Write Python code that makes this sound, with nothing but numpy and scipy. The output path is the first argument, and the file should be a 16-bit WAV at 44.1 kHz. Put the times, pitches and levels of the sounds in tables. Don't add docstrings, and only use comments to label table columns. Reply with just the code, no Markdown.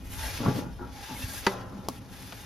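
import sys
import numpy as np
from scipy import signal
from scipy.fft import rfft, irfft
from scipy.io import wavfile

SR = 44100
rng = np.random.default_rng(int(sys.argv[2]) if len(sys.argv) > 2 else 0)


def unload_wav(signal):
    wavfile.write(
        sys.argv[1],
        SR,
        np.round(np.clip(np.atleast_2d(signal).T, -1, 1) * 32767).astype(np.int16),
    )


N = 108045
T = np.arange(N) / SR
HZ = np.maximum(np.arange(N + 1) * SR / (2 * N), 1)

# centre in Hz, width in Hz, prominence in dB.
BODY_PEAKS = [(113.4, 26, 7.6), (190.3, 3, 9.7), (258.4, 12.3, 9.25)]
BLADE_PEAKS = [(825, 34, 9.5), (1399, 63, 5.5), (1650, 31, 2.5), (1930, 36, -11), (3570, 63, -3)]
# frequency in Hz, relative level in dB.
RATTLE_COLOUR = [(300, -8), (550, -0.5), (850, -2), (1600, -6.5), (1950, -20), (6000, -75)]


def undb(db):
    return 10 ** (np.asarray(db) / 20)


def unit(x):
    return x / np.sqrt(np.mean(x ** 2))


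def response(colour, peaks=()):
    hz, db = np.array(colour).T
    broad = undb(np.interp(np.log(HZ), np.log(hz), db))
    resonance = sum(undb(lift) ** 2 / (1 + (2 * (HZ - centre) / width) ** 2)
                    for centre, width, lift in peaks)
    return unit(broad * np.sqrt(1 + resonance))


def through(x, gain):
    cepstrum = irfft(np.log(gain + 1e-9))
    cepstrum[1:N] *= 2
    cepstrum[N + 1:] = 0
    taps = irfft(np.exp(rfft(cepstrum)))[:N // 8]
    return signal.fftconvolve(x, taps[None], axes=1)[:, :N]


def walk(per_s):
    knots = rng.standard_normal(2048)
    return np.interp(T * per_s, np.arange(len(knots)), knots)


def spread(pair, side_db):
    return pair[0] + undb(side_db) * pair[1] * np.array([[1], [-1]])


def grains(per_s, scatter_db):
    hits = rng.random((2, N)) < per_s / SR
    signs = np.sign(rng.standard_normal((2, N)))
    return unit(hits * signs * undb(scatter_db * rng.standard_normal((2, N))))


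def burst(t60, side_db):
    return spread(grains(SR, scatter_db=1), side_db) * undb(-60 * T / t60)


def ring(modes):
    return sum((-1) ** k * undb(db - 60 * T / t60) * np.sin(2 * np.pi * hz * T)
               for k, (hz, db, t60) in enumerate(modes))


def arch(length):
    return np.sin(np.pi * np.minimum(T / length, 1))


def at(x, start):
    return np.pad(np.atleast_2d(x), ((0, 0), (int(start * SR), 0)))[:, :N]


def plate(spacing_hz, ripple_db):
    heights = rng.standard_normal(4096)
    return undb(ripple_db * np.interp(HZ / spacing_hz, np.arange(len(heights)), heights))


def strokes(rows, attack_s, release_s, rest_db):
    power = undb(rest_db)[:, None] ** 2
    for start, length, *levels_db in rows:
        rise = (1 + np.tanh((T - start) / (2 * attack_s))) / 2
        fall = (1 + np.tanh((start + length - T) / (2 * release_s))) / 2
        power = power + (undb(levels_db)[:, None] * rise * fall) ** 2
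    return np.sqrt(power)


def moving_contact(grit, gain, sets=7, shifts_per_s=16, contrast_db=12):
    shares = np.array([undb(contrast_db * walk(shifts_per_s)) for _ in range(sets)])
    shares = shares / np.sqrt(np.sum(shares ** 2, axis=0))
    blend = 0
    for k, share in enumerate(shares):
        modes = gain * plate(spacing_hz=55, ripple_db=4.5)
        slips = np.roll(grit, k * N // sets, axis=1)
        blend = blend + share * unit(through(slips, modes))
    return blend


def burner_and_breeze():
    # frequency in Hz, relative level in dB.
    burner_colour = [(20, -29.5), (55, 1), (110, -7), (270, -9), (420, -15.5), (2000, -34.5), (16000, -104)]
    breeze_colour = [(20, -16), (55, 0), (100, -7), (1000, -70)]
    flame = spread(rng.standard_normal((2, N)), side_db=-10)
    air = spread(rng.standard_normal((2, N)), side_db=-8)
    burner = unit(through(flame, response(burner_colour, BODY_PEAKS)))
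    breeze = unit(through(air, response(breeze_colour)))
    gust = undb(-41.5 - 6 * T + 2 * walk(per_s=9))
    flicker = undb(-46.5 + walk(per_s=10.22))
    lull = undb(-9.5 * np.exp(-((T - 1.09) / 0.052) ** 2))
    return lull * (flicker * burner + gust * breeze)


def bumps():
    # start in seconds, pitch in Hz, level in dB, length in seconds.
    pushes = [(0.221, 57, -33, 0.078), (0.286, 88.4, -37.5, 0.11), (0.467, 115.7, -18.5, 0.036),
              (1.237, 88.8, -25, 0.0205)]
    return sum(at(undb(db) * arch(length) * np.sin(2 * np.pi * hz * T), start)
               for start, hz, db, length in pushes)


def squeals():
    # start and length in seconds, pitch in Hz, level in dB.
    catches = [(.15, 0.14, 888, -43.5), (0.225, 0.033, 1930, -40), (.275, 0.031, 2350, -41),
               (.55, 0.05, 297.6, -31), (0.783, 0.095, 1383, -45.5), (0.783, 0.078, 358.5, -39.5),
               (.925, 0.15, 825, -46.5), (1.052, 0.13, 870, -43.5), (1.152, .03, 2177, -42.5),
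               (1.218, 0.034, 2710, -39), (1.223, 0.031, 1770, -44), (1.273, 0.057, 1650, -45),
               (1.371, .025, 1604, -42.5), (1.72, 0.099, 195.7, -38.5)]
    sag_per_s, waver_share, waver_cap_hz = 0.344, 0.045, 50
    tones = 0
    for start, length, hz, db in catches:
        waver = min(waver_share * hz, waver_cap_hz) * walk(per_s=303)
        pitch = hz * (1 - sag_per_s * (np.minimum(T, length) - length / 2)) + waver
        swell = arch(length) * undb(db + 2.9 * walk(per_s=131.4))
        tones = tones + at(swell * np.sin(2 * np.pi * np.cumsum(pitch) / SR), start)
    return tones


def clicks():
    # start in seconds, then knock gain and snap gain in dB.
    taps = [(0.4614, -20.5, -33), (1.8863, -27.5, -9), (1.8973, -39, -25)]
    # pitch in Hz, relative level in dB, T60 in seconds.
    edge_modes = [(253, -2, 0.076), (627, -1.5, 0.021), (1093, 0.5, 0.023)]
    # frequency in Hz, relative level in dB.
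    snap_colour = [(70, -11), (250, 7.5), (1100, -3.5), (1700, -22.5), (4200, -13), (16000, -18.5)]
    spike = undb(17) * (T == 0)
    tail = 0.5 * burst(t60=0.028, side_db=-27)
    echo = undb(-25.5) * burst(t60=0.2, side_db=0)
    snap = through(spike + tail + echo, response(snap_colour)) * undb(-9)
    return sum(at(undb(knock_db) * ring(edge_modes) + undb(snap_db) * snap, start)
               for start, knock_db, snap_db in taps)


def knocks():
    # start in seconds, then gains of stone, crack and shell in dB.
    hits = [(1.466, -24.5, -3, -78), (1.4683, -11.5, -11.5, -40), (2.323, -47.5, -22, -80)]
    # pitch in Hz, relative level in dB, T60 in seconds.
    stone_modes = [(195, -6, 0.099), (387, -6.5, 0.11), (929, -2.5, 0.045), (1185, -10.5, 0.028),
                   (1580, -7.5, 0.039), (1995, -10.5, 0.078), (4565, -14, 0.049), (6580, -20.5, 0.04)]
    shell_modes = [(118.2, -1, 1.6), (188, -3.5, 4.1), (272.2, -8, 2.9), (364.5, -5.5, 1.6),
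                   (508, -2.5, 1.07), (581, -3, 0.81), (803, -9, 1.6), (1029, -4.5, 1.3), (1339, -7.5, 1.5)]
    # frequency in Hz, relative level in dB.
    crack_colour = [(80, -22), (200, 4), (1500, 5.5), (4600, -6), (6500, -13), (15000, -24.5)]
    stone = ring(stone_modes)
    crack = through(burst(t60=0.057, side_db=-12), response(crack_colour)) * undb(-14)
    wash = through(burst(t60=1, side_db=-4.5), response(RATTLE_COLOUR)) * undb(3)
    shell = ring(shell_modes) + wash
    return sum(at(undb(stone_db) * stone + undb(crack_db) * crack + undb(shell_db) * shell, start)
               for start, stone_db, crack_db, shell_db in hits)


def drag():
    # start and length in seconds, then judder and rattle gains in dB.
    drags = [(.39, 0.1, -37, -47), (.432, 0.046, -31, -31), (.464, 0.019, -22.5, -32.5),
             (.5, 0.18, -39, -44), (.552, 0.029, -29.5, -53), (.79, 0.089, -48, -44),
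             (1.09, 0.073, -44.5, -50), (1.72, 0.21, -49, -56)]
    # frequency in Hz, relative level in dB.
    judder_colour = [(60, -16), (130, -0.5), (270, -1), (600, -8.5), (1500, -44)]
    slips = grains(per_s=700, scatter_db=2)
    judder_force, rattle_force = strokes(drags, attack_s=0.0043, release_s=0.024, rest_db=(-60, -60))
    sheet = unit(response(RATTLE_COLOUR, BLADE_PEAKS) * plate(spacing_hz=18, ripple_db=5))
    judder = through(spread(slips, side_db=-14) * judder_force, response(judder_colour, BODY_PEAKS))
    rattle = through(spread(slips, side_db=-5) * rattle_force, sheet)
    return judder * undb(4) + rattle * undb(-0.5)


def slide():
    # start and length in seconds, then grind and hiss gains in dB.
    slides = [(.04, 0.063, -58.5, -61), (.105, 0.19, -47.5, -52), (.19, 0.21, -40.5, -51),
              (.38, 0.16, -44, -58.5), (.535, 0.075, -44, -54.5), (.61, 0.032, -49, -65),
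              (.93, 0.4, -51, -63.5), (1.02, 0.13, -46.5, -59), (1.15, 0.11, -47.5, -51),
              (1.218, 0.036, -43, -54), (1.275, 0.14, -44, -49), (1.41, 0.13, -45, -57),
              (1.52, .11, -52, -70), (1.91, 0.081, -57, -64), (2.11, 1, -52, -60.5)]
    # frequency in Hz, relative level in dB.
    grind_colour = [(200, -8), (650, 0), (850, -1), (1700, 1.5), (2300, 1.5), (6500, -3), (9000, -40.5),
                    (16000, -57)]
    hiss_colour = [(3000, -22), (8000, 0), (13300, -1), (16000, -18)]
    grit_per_s = 14000
    coarse_grit = spread(grains(grit_per_s, scatter_db=5), side_db=-7)
    grind = moving_contact(coarse_grit, response(grind_colour, BLADE_PEAKS)) * undb(1.5)
    fine_grit = spread(grains(grit_per_s, scatter_db=3), side_db=-19)
    hiss = moving_contact(fine_grit, response(hiss_colour)) * undb(7)
    grind_force, hiss_force = strokes(slides, attack_s=0.013, release_s=0.007, rest_db=(-59.5, -72))
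    pressure = undb(0.95 * walk(per_s=80))
    return pressure * (grind * grind_force + hiss * hiss_force)


def scene():
    return slide() + drag() + squeals() + knocks() + clicks() + bumps() + burner_and_breeze()


def record(dry):
    # frequency in Hz, left's lead in radians, left's excess in dB.
    port_balance = [(0, 0, .5), (1000, 0, 2), (5600, 0, 2.2), (8200, -3.14, 0), (11300, -6.28, 0),
                    (22050, -15.5, 0)]
    top_hz = 15850
    hz, radians, db = np.array(port_balance).T
    half = np.array([[0.5], [-0.5]])
    gain = undb(np.interp(HZ, hz, db) * half)
    phase = np.interp(HZ, hz, radians) * half
    heard = irfft(rfft(dry, 2 * N) * gain * np.exp(1j * phase))[:, :N]
    return signal.sosfilt(signal.ellip(10, 0.2, 80, top_hz, fs=SR, output="sos"), heard)


dry = scene()
out = record(dry)
unload_wav(out)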